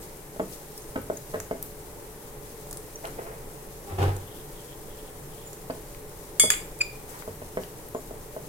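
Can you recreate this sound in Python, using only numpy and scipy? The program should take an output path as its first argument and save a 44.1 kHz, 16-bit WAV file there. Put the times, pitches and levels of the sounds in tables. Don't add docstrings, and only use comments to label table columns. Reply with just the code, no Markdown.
import sys
import numpy as np
from scipy import signal
from scipy.fft import rfft, irfft, next_fast_len
from scipy.io import wavfile
from scipy.ndimage import map_coordinates

SR = 44100
rng = np.random.default_rng(int(sys.argv[2]) if len(sys.argv) > 2 else 0)


def waveform_to_disk(signal):
    frames = np.transpose(np.atleast_2d(signal))
    scaled = np.clip(frames, -1, 1) * 32767
    samples = np.round(scaled).astype(np.int16)
    wavfile.write(sys.argv[1], SR, samples)


N = 374318


def amp(db):
    return 10 ** (np.asarray(db) / 20)


def unit(x):
    return x / np.sqrt(np.mean(x ** 2) + 1e-20)


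def clock(size):
    return np.arange(size) / SR


def along(points, hz):
    f, v = np.transpose(points)
    return np.interp(np.log(hz + 1), np.log(f + 1), v)


def wobble(rate):
    knots = rng.standard_normal(int(N * rate / SR) + 4)
    return map_coordinates(knots, [clock(N) * rate])


def filtered(x, response):
    size = x.shape[-1]
    m = next_fast_len(size + SR // 4)
    return irfft(rfft(x, m) * response(np.fft.rfftfreq(m, 1 / SR)), m)[..., :size]


def resonance(f, centre, width):
    return 1j * f * width / (centre ** 2 - f ** 2 + 1j * f * width)


def add(track, s, sound):
    part = track[..., max(0, round(s * SR)):][..., :sound.shape[-1]]
    part += sound[..., :part.shape[-1]]


def swell(s, db, rise, t60, hold=0):
    t = clock(N) - s
    build = np.exp(-(t / rise) ** 2 / 2)
    decay = amp(-60 * np.maximum(t - hold, 0) / t60)
    return amp(db) * np.where(t < 0, build, decay)


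def grains(rate):
    return rng.standard_normal(N) * (rng.random(N) < rate / SR)


def ring(modes, t, scatter_db):
    out = np.zeros((2, len(t)))
    for hz, db, t60 in modes:
        phase = rng.uniform(0, 2 * np.pi) + rng.normal(0, 0.87, (2, 1))
        level = amp(db + rng.normal(0, scatter_db, (2, 1)) - 60 * t / t60)
        out += level * np.sin(2 * np.pi * hz * t + phase)
    return out


# freq_hz, likeness (0-1)
LIKENESS = [(60, 0.94), (250, 0.91), (500, 0.83), (1000, 0.15), (3000, 0.029), (12000, 0.014)]


def diffuse(size):
    def mid_side_gains(hz):
        turn = np.arccos(np.clip(along(LIKENESS, hz), -1, 1)) / 2
        return np.array([np.cos(turn), np.sin(turn)])
    mid, side = filtered(rng.standard_normal((2, size)), mid_side_gains)
    return np.array([mid + side, mid - side])


# freq_hz, t60_s
KITCHEN_DECAY = [(100, 0.39), (500, 0.22), (1200, 0.29), (2400, 0.44), (7000, 0.32), (14000, 0.4)]


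def in_room(x, wet_db, lag_s=0.000095):
    hz, t, z = signal.stft(diffuse(SR // 2), SR, nperseg=256)
    build = 1 - np.exp(-(t / 0.00067) ** 2)
    decay = amp(-60 * t / along(KITCHEN_DECAY, hz)[:, None])
    tail = signal.istft(z * build * decay, SR, nperseg=256)[1]
    echo = signal.fftconvolve(np.atleast_2d(x), tail / np.linalg.norm(tail[0]), axes=1)
    direct = filtered(x, lambda f: np.exp(-1j * np.pi * f * lag_s * np.array([[1], [-1]])))
    return direct + amp(wet_db) * echo[:, :x.shape[-1]]


# freq_hz, relative_db
RUSH_SPECTRUM = [(12, -8), (21, 1.5), (35, -1.5), (70, -13), (141, -6.5), (230, -17), (300, -11.5),
                 (450, -8), (650, -23), (800, -15), (1100, -21.5), (1500, -30), (2200, -63), (3300, -80)]
# centre_hz, width_hz, relative_db
DRONE_MODES = [(141.7, 51, -5.5), (429.7, 19.3, 2.5), (575.8, 40, -4)]
# freq_hz, relative_db
HISS_SPECTRUM = [(710, 6), (1200, 1.5), (1610, 2), (1890, 3.5), (2040, 2), (2680, -2.5), (3080, -4),
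                 (4600, -7), (9010, 0), (14500, -2), (16000, -6.5)]
RUSH_DB, DRONE_DB, HISS_DB = -44.5, -51, -49


def background():
    def drone_response(f):
        return sum(amp(db) * resonance(f, hz, width) ** 2 for hz, width, db in DRONE_MODES)
    rush = unit(filtered(diffuse(N), lambda f: amp(along(RUSH_SPECTRUM, f))))
    drone = unit(filtered(diffuse(N), drone_response))
    hiss = unit(filtered(diffuse(N), lambda f: amp(along(HISS_SPECTRUM, f))))
    drift_db = wobble(7.4)
    return amp(RUSH_DB + drift_db) * rush + amp(DRONE_DB) * drone + amp(HISS_DB) * hiss


# height_s, crackle_db
SAUCE_STROKES = [(0.01, -48), (.45, -57), (.54, -50), (.785, -52), (1.16, -60), (1.31, -53), (1.64, -59),
                 (2.47, -53), (3.07, -59), (3.24, -52.5), (4.04, -51.5), (7.11, -51.5), (7.2, -53),
                 (7.46, -54), (7.63, -54), (7.98, -60)]
# start_s, level_db, pitch_hz
LARGE_POPS = [(.7778, -33, 5360), (1.135, -37, 7840), (1.171, -24.5, 6630), (2.957, -25, 5980),
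              (5.7065, -34, 4700)]
STROKE_RISE_S, STROKE_T60_S = 0.017, 0.27
SETTLING_DB = -52.5
BUBBLES_PER_S, BUBBLE_HZ = 7, 8960
BUBBLE_LOG_SPREAD = 0.23
BUBBLE_DB = 10


def sauce():
    pushes = sum(swell(s, db, STROKE_RISE_S, STROKE_T60_S) for s, db in SAUCE_STROKES)
    stir = amp(SETTLING_DB) + pushes
    clumping = amp(4 * np.tanh(.5 * wobble(22) + wobble(70)))
    clumps = np.array([grains(rate=680), grains(rate=600)]) * clumping
    wet_grains = filtered(clumps, lambda f: resonance(f, 7870, 15400) ** 2)
    crackle = unit(in_room(wet_grains, wet_db=5.0))

    large, small, t = np.zeros(N), np.zeros(N), clock(SR // 20)
    ping_level = amp(-60 * t / 0.018) * (1 - np.exp(-t / 0.0007))

    def ping(hz):
        return ping_level * np.sin(2 * np.pi * hz * t)
    for s, db, hz in LARGE_POPS:
        add(large, s, amp(db) * ping(hz))
    pitches_hz = BUBBLE_HZ * np.exp(BUBBLE_LOG_SPREAD * rng.standard_normal(N))
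    for i in np.flatnonzero(rng.random(N) < BUBBLES_PER_S / SR):
        add(small, i / SR, ping(pitches_hz[i]))
    bubbles = large + amp(BUBBLE_DB) * stir * small
    return stir * crackle + in_room(bubbles, wet_db=-11)


# start_s, level_db, boom_relative_db, thud_hz, clack_relative_db
BOWL_KNOCKS = [(0.3625, -33, -2, 480, -18), (0.3971, -15, -5, 500, -19), (0.3999, -21.5, -10, 800, -9),
               (.9573, -23.5, 7.5, 510, -9), (0.9604, -14.5, -1, 630, -9.5), (1.1001, -15, -4.5, 457, -15),
               (1.3383, -25, 9, 460, -3), (1.3433, -17, 0, 463, -10.5), (1.3565, -24.5, 12.5, 600, -9),
               (1.5114, -16, -6, 460, -16), (5.6997, -19, -2, 550, -20), (5.7028, -31.5, -6, 655, -2),
               (6.4374, -16.5, -0.5, 450, -12), (7.2776, -23.5, 6, 496, -21), (7.4187, -29.5, 11, 350, -10),
               (7.5721, -15, -4, 470, -11), (7.9485, -19, -6, 470, -12), (8.1093, -29, -9, 392, -19),
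               (8.365, -24, -6, 486, -27)]
# freq_hz, relative_db, t60_s
BODY_MODES = [(194, -12.5, 0.19), (286, -1.5, 0.12), (320, -4, 0.18), (402, -12.5, 0.36),
              (456, -1.5, 0.066), (522.5, 3, 0.096), (609, 5.5, 0.042), (665, 3, 0.054), (960, -15, 0.11),
              (1220, -27, 0.084), (1530, -27, 0.028), (1830, -23, .05)]
# delay_s, relative_db
WALL_ECHOES = [(.00465, -3.5), (.016, -11.5), (0.0267, -18.5)]


def knocks(soft_hz=1100, clack_hz=1250, clack_width_hz=1500, clack_t60_s=0.014,
           thud_width_hz=760, low_hz=90, boom_hz=94):
    out, t = np.zeros((2, N)), clock(SR // 2)
    impulse = 1. * (t == 0)

    def walls(f):
        return 1 + sum(amp(db) * np.exp(-2j * np.pi * f * delay) for delay, db in WALL_ECHOES)
    for s, db, boom_db, thud_hz, clack_db in BOWL_KNOCKS:
        burst = amp(-60 * t / clack_t60_s) * rng.standard_normal(len(t))
        clack = filtered(burst, lambda f: resonance(f, clack_hz, clack_width_hz) ** 3)
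        thud = filtered(impulse, lambda f: resonance(f, thud_hz, thud_width_hz) ** 3 / (1 + 1j * f / 3000))
        modes = sum(amp(level + rng.normal(0, 3.0) - 60 * t / t60) * np.sin(2 * np.pi * hz * t)
                    for hz, level, t60 in BODY_MODES)
        body = 0.22 * filtered(modes, lambda f: 1 / (1 + 1j * f / soft_hz) ** 2)
        contact = thud / np.abs(thud).max() + amp(clack_db) * clack / np.abs(clack).max() + body
        knock = -filtered(contact, lambda f: (1j * f / (low_hz + 1j * f)) ** 2)
        reflected = filtered(knock / np.abs(knock).max(), walls)
        boom = amp(boom_db - 24.5 - 60 * t / 0.5) * np.sin(2 * np.pi * boom_hz * t)
        add(out, s, amp(db) * (in_room(reflected, wet_db=-4.0, lag_s=0.00024) + boom))
    return out


# height_s, level_db
GLASS_DRAGS = [(.43, -51), (5.48, -45.5), (7.98, -49.5)]
DRAG_HZ, DRAG_WIDTH_HZ, DRAG_RISE_S, DRAG_T60_S = 7140, 100, 0.019, 0.13


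def drags():
    zing = unit(filtered(grains(rate=760), lambda f: resonance(f, DRAG_HZ, DRAG_WIDTH_HZ) ** 2))
    level = sum(swell(s, db, DRAG_RISE_S, DRAG_T60_S) for s, db in GLASS_DRAGS)
    return in_room(zing * level, wet_db=-6)


# start_s, level_db, centre_hz, clack_relative_db
EDGE_TICKS = [(.7776, -28.5, 9400, -16), (1.0166, -31, 12500, -20), (1.4012, -21.5, 7000, 1),
              (1.6266, -16, 11800, -20), (2.7110, -22.5, 8600, -13), (2.7285, -21.5, 8500, -11),
              (2.7715, -23, 8500, -14), (3.053, -29, 2900, -10), (3.0706, -27, 9000, -12),
              (4.165, -28, 8300, -6), (5.5313, -28, 7100, -8), (5.947, -34, 2200, -4),
              (6.789, -29, 9000, -12), (6.8185, -26, 3500, 0), (7.2225, -27.5, 1200, 6),
              (7.6352, -29.5, 3100, -10), (7.8865, -28.5, 12000, -20)]


def ticks(clack_hz=1500):
    out, t = np.zeros((2, N)), clock(SR // 2)
    fade = amp(-60 * t / .016)
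    for s, db, hz, clack_db in EDGE_TICKS:
        def colour(f):
            return resonance(f, hz, 0.35 * hz) + amp(clack_db) * resonance(f, clack_hz, clack_hz) ** 2
        click = filtered(fade * rng.standard_normal((2, len(t))), colour)
        add(out, s, amp(db) * in_room(click / np.abs(click).max(), wet_db=-5.5))
    return out


# height_s, relative_db, rise_s, t60_s, centre_hz, rasp_relative_db
FOOD_SCRAPES = [(3.05, -32.5, 0.007, 0.16, 590, -3), (3.196, -32.5, 0.009, 0.17, 450, -6),
                (3.268, -43, 0.016, 0.64, 570, -1.5), (7.17, -58.5, 0.075, 0.22, 780, 9)]
# freq_hz, relative_db
RASP_SPECTRUM = [(200, -38), (900, 13.5), (2000, 8.5), (3500, -9.5), (6000, -29), (16000, -35)]


def scrapes():
    out = np.zeros(N)
    for s, db, rise, t60, hz, rasp_db in FOOD_SCRAPES:
        friction = grains(rate=1800)
        rub = unit(filtered(friction, lambda f: resonance(f, hz, 0.7 * hz) ** 2))
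        rasp = unit(filtered(friction, lambda f: amp(along(RASP_SPECTRUM, f))))
        out += swell(s, db, rise, t60) * (rub + amp(rasp_db) * rasp)
    return amp(-1) * in_room(out, wet_db=-3.0, lag_s=0.00033)


# height_s, relative_db, rise_s, t60_s
LUMP_SLIDES = [(3.93, -39, 0.04, 0.48), (3.988, -29, 0.0028, 0.23), (4.039, -26.5, 0.024, 0.21),
               (4.095, -34, 0.028, 0.5)]
# freq_hz, relative_db
MUSH_SPECTRUM = [(30, -32), (60, -20), (140, 0), (230, -19), (300, -11), (385, 3.5), (450, -5),
                 (600, -11.5), (790, -5), (950, -15), (1500, -19.5), (2100, -24.5), (5200, -35.5),
                 (12000, -47), (16000, -55)]
LANDING_S, BOOM_DB, BOOM_HZ = 4.003, -21, 94
BOOM_RISE_S, BOOM_HOLD_S, BOOM_T60_S = 0.011, 0.092, 0.39
UPPER_RATIO, UPPER_DB = 1.49, -16
FIRST_LUMP_S, FIRST_LUMP_DB = 3.935, -31


def food(uneven_db=1.0):
    landing = swell(LANDING_S, BOOM_DB, BOOM_RISE_S, BOOM_T60_S, BOOM_HOLD_S)
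    weight = landing + swell(FIRST_LUMP_S, FIRST_LUMP_DB, 0.011, BOOM_T60_S)
    phase = 2 * np.pi * np.cumsum(BOOM_HZ * (1 + 0.024 * wobble(24.88))) / SR
    sway = unit(filtered(rng.standard_normal(N), lambda f: resonance(f, 29, 30) ** 2))
    counter = np.sin(phase) + amp(UPPER_DB) * np.sin(UPPER_RATIO * phase) + 0.16 * sway
    boom = weight * amp(uneven_db * wobble(40)) * counter
    slaps = grains(rate=2200) * (1 + 0.57 * np.sin(phase))
    dull_slaps = filtered(slaps, lambda f: amp(along(MUSH_SPECTRUM, f)))
    mush = unit(in_room(dull_slaps, wet_db=3.0, lag_s=0.0003))
    return amp(1.0) * sum(swell(*slide) for slide in LUMP_SLIDES) * mush + boom


# start_s, level_db, hold_s
HISS_SWELLS = [(4.233, -58.5, 0.17), (4.565, -60.5, .16), (4.91, -61, .19), (5.34, -58.5, 0.099)]
SWELL_HZ, SWELL_WIDTH_HZ, SWELL_RISE_S, SWELL_T60_S = 3280, 800, 0.028, 0.3


def hiss_swells():
    clumps = np.array([grains(rate=900), grains(rate=900)]) * amp(5 * np.tanh(wobble(45)))
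    band = unit(filtered(clumps, lambda f: resonance(f, SWELL_HZ, SWELL_WIDTH_HZ) ** 2))
    return band * sum(swell(s, db, SWELL_RISE_S, SWELL_T60_S, hold) for s, db, hold in HISS_SWELLS)


# freq_hz, relative_db, t60_s
GLASS_MODES = [(2184, -11, .37), (3085, -24, .3), (3389, -8, .42), (3426, -11, .3), (4810, -14, .27),
               (4863, -7.5, .28), (5677, -29, .3), (6500, -8, .24), (6980, -20, .2), (7198, -8, .23),
               (7284, -13, .18), (8328, -4, .22), (8374, -10.5, .24), (8802, -25, .25), (10392, -10.5, .2),
               (10775, -12, .22), (11620, -15, .14), (12620, -19, .16), (12940, -21, .2), (13350, -21, .14),
               (15400, -19, .13)]


def side_modes(db, spread_hz, life, count):
    return [(hz + spread_hz * rng.standard_normal(), level + db, life * t60)
            for hz, level, t60 in GLASS_MODES for _ in range(count)]


# start_s, ring_relative_db, crack_relative_db, clack_relative_db
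RIM_CLINKS = [(6.3972, -9, -9, -16), (6.5025, -23, -8.5, -5), (6.519, -39, -40, -12),
              (6.538, -44, -40, -13)]
# freq_hz, relative_db, t60_s
SPOON_MODES = [(1215, -26, 0.2), (1710, -19, 0.043), (2410, -19, 0.046), (6600, -9, 0.026),
               (7210, 1, 0.026), (8340, -8, 0.04), (10800, -10.5, .04), (13000, -16, 0.04)]
CHOKE_T60_S = .3


def clinks(clack_hz=1900, clack_width_hz=2900):
    out, t = np.zeros((2, N)), clock(SR // 2)
    modes = GLASS_MODES + side_modes(db=-15, spread_hz=140, life=0.55, count=6)
    landing_s = RIM_CLINKS[1][0]

    def burst(t60):
        return amp(-60 * t / t60) * rng.standard_normal((2, len(t)))

    def snap_response(f):
        return sum(amp(db / 2) * resonance(f, hz, 800) ** 2 for hz, db, t60 in GLASS_MODES)
    for s, ring_db, crack_db, clack_db in RIM_CLINKS:
        resting_s = np.maximum(s + t - landing_s, 0)
        choke = amp(ring_db - 5.5 - 60 * resting_s / CHOKE_T60_S)
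        glass = choke * ring(modes, t, scatter_db=3.5)
        snap = filtered(burst(0.01), snap_response)
        crack = amp(crack_db) * (2.1 * snap + ring(SPOON_MODES, t, scatter_db=0))
        dull = filtered(burst(0.021), lambda f: resonance(f, clack_hz, clack_width_hz) ** 3)
        add(out, s, in_room(glass, wet_db=-7.5, lag_s=0.00009))
        add(out, s, in_room(crack, wet_db=-4, lag_s=0.00014))
        add(out, s, in_room(amp(clack_db) * dull, wet_db=-8.0))
    return out


# multiple, relative_db
SQUEAK_OVERTONES = [(2, -6.5), (3, -7), (4, -25.5)]
SQUEAK_S, SQUEAK_HZ = 6.8138, 2430
SQUEAK_DB, SQUEAK_WIDTH_S = -14, 0.004
SAG_HZ_PER_S, HARDEN_DB_PER_S, EDGE_DB = 7400, 1100, -2


def squeak():
    t = np.clip(clock(N) - SQUEAK_S, -.03, .03)
    press = np.exp(-(t / SQUEAK_WIDTH_S) ** 2 / 2)
    hz = (SQUEAK_HZ - SAG_HZ_PER_S * t) * (1 + 0.02 * wobble(900))
    phase = 2 * np.pi * np.cumsum(hz) / SR
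    edge = amp(EDGE_DB + HARDEN_DB_PER_S * t + 2.0 * wobble(700))
    overtones = sum(amp(level) * np.sin(round(k) * phase) for k, level in SQUEAK_OVERTONES)
    tone = np.sin(phase) + edge * overtones
    grit = unit(filtered(grains(rate=5800), lambda f: resonance(f, 2000, 2100) ** 2))
    return in_room(amp(SQUEAK_DB) * press * (tone + 0.071 * grit), wet_db=-11.5)


def scene():
    bowl_and_spoon = knocks() + drags() + ticks() + clinks() + squeak()
    wet_food = sauce() + scrapes() + food()
    return background() + bowl_and_spoon + wet_food + hiss_swells()


# freq_hz, left_minus_right_db
MIC_BALANCE = [(100, -0.5), (600, 0.1), (3000, 1.5), (8000, -0.5), (10500, 3.5), (13000, 9), (16000, 2)]
TOP_HZ = 16000


def record(dry):
    def balance(f):
        half_db = along(MIC_BALANCE, f) / 2
        return amp(np.array([half_db, -half_db]))
    heard = filtered(dry, balance)
    return filtered(np.clip(heard, -1, 1), lambda f: f < TOP_HZ)


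dry = scene()
out = record(dry)
waveform_to_disk(out)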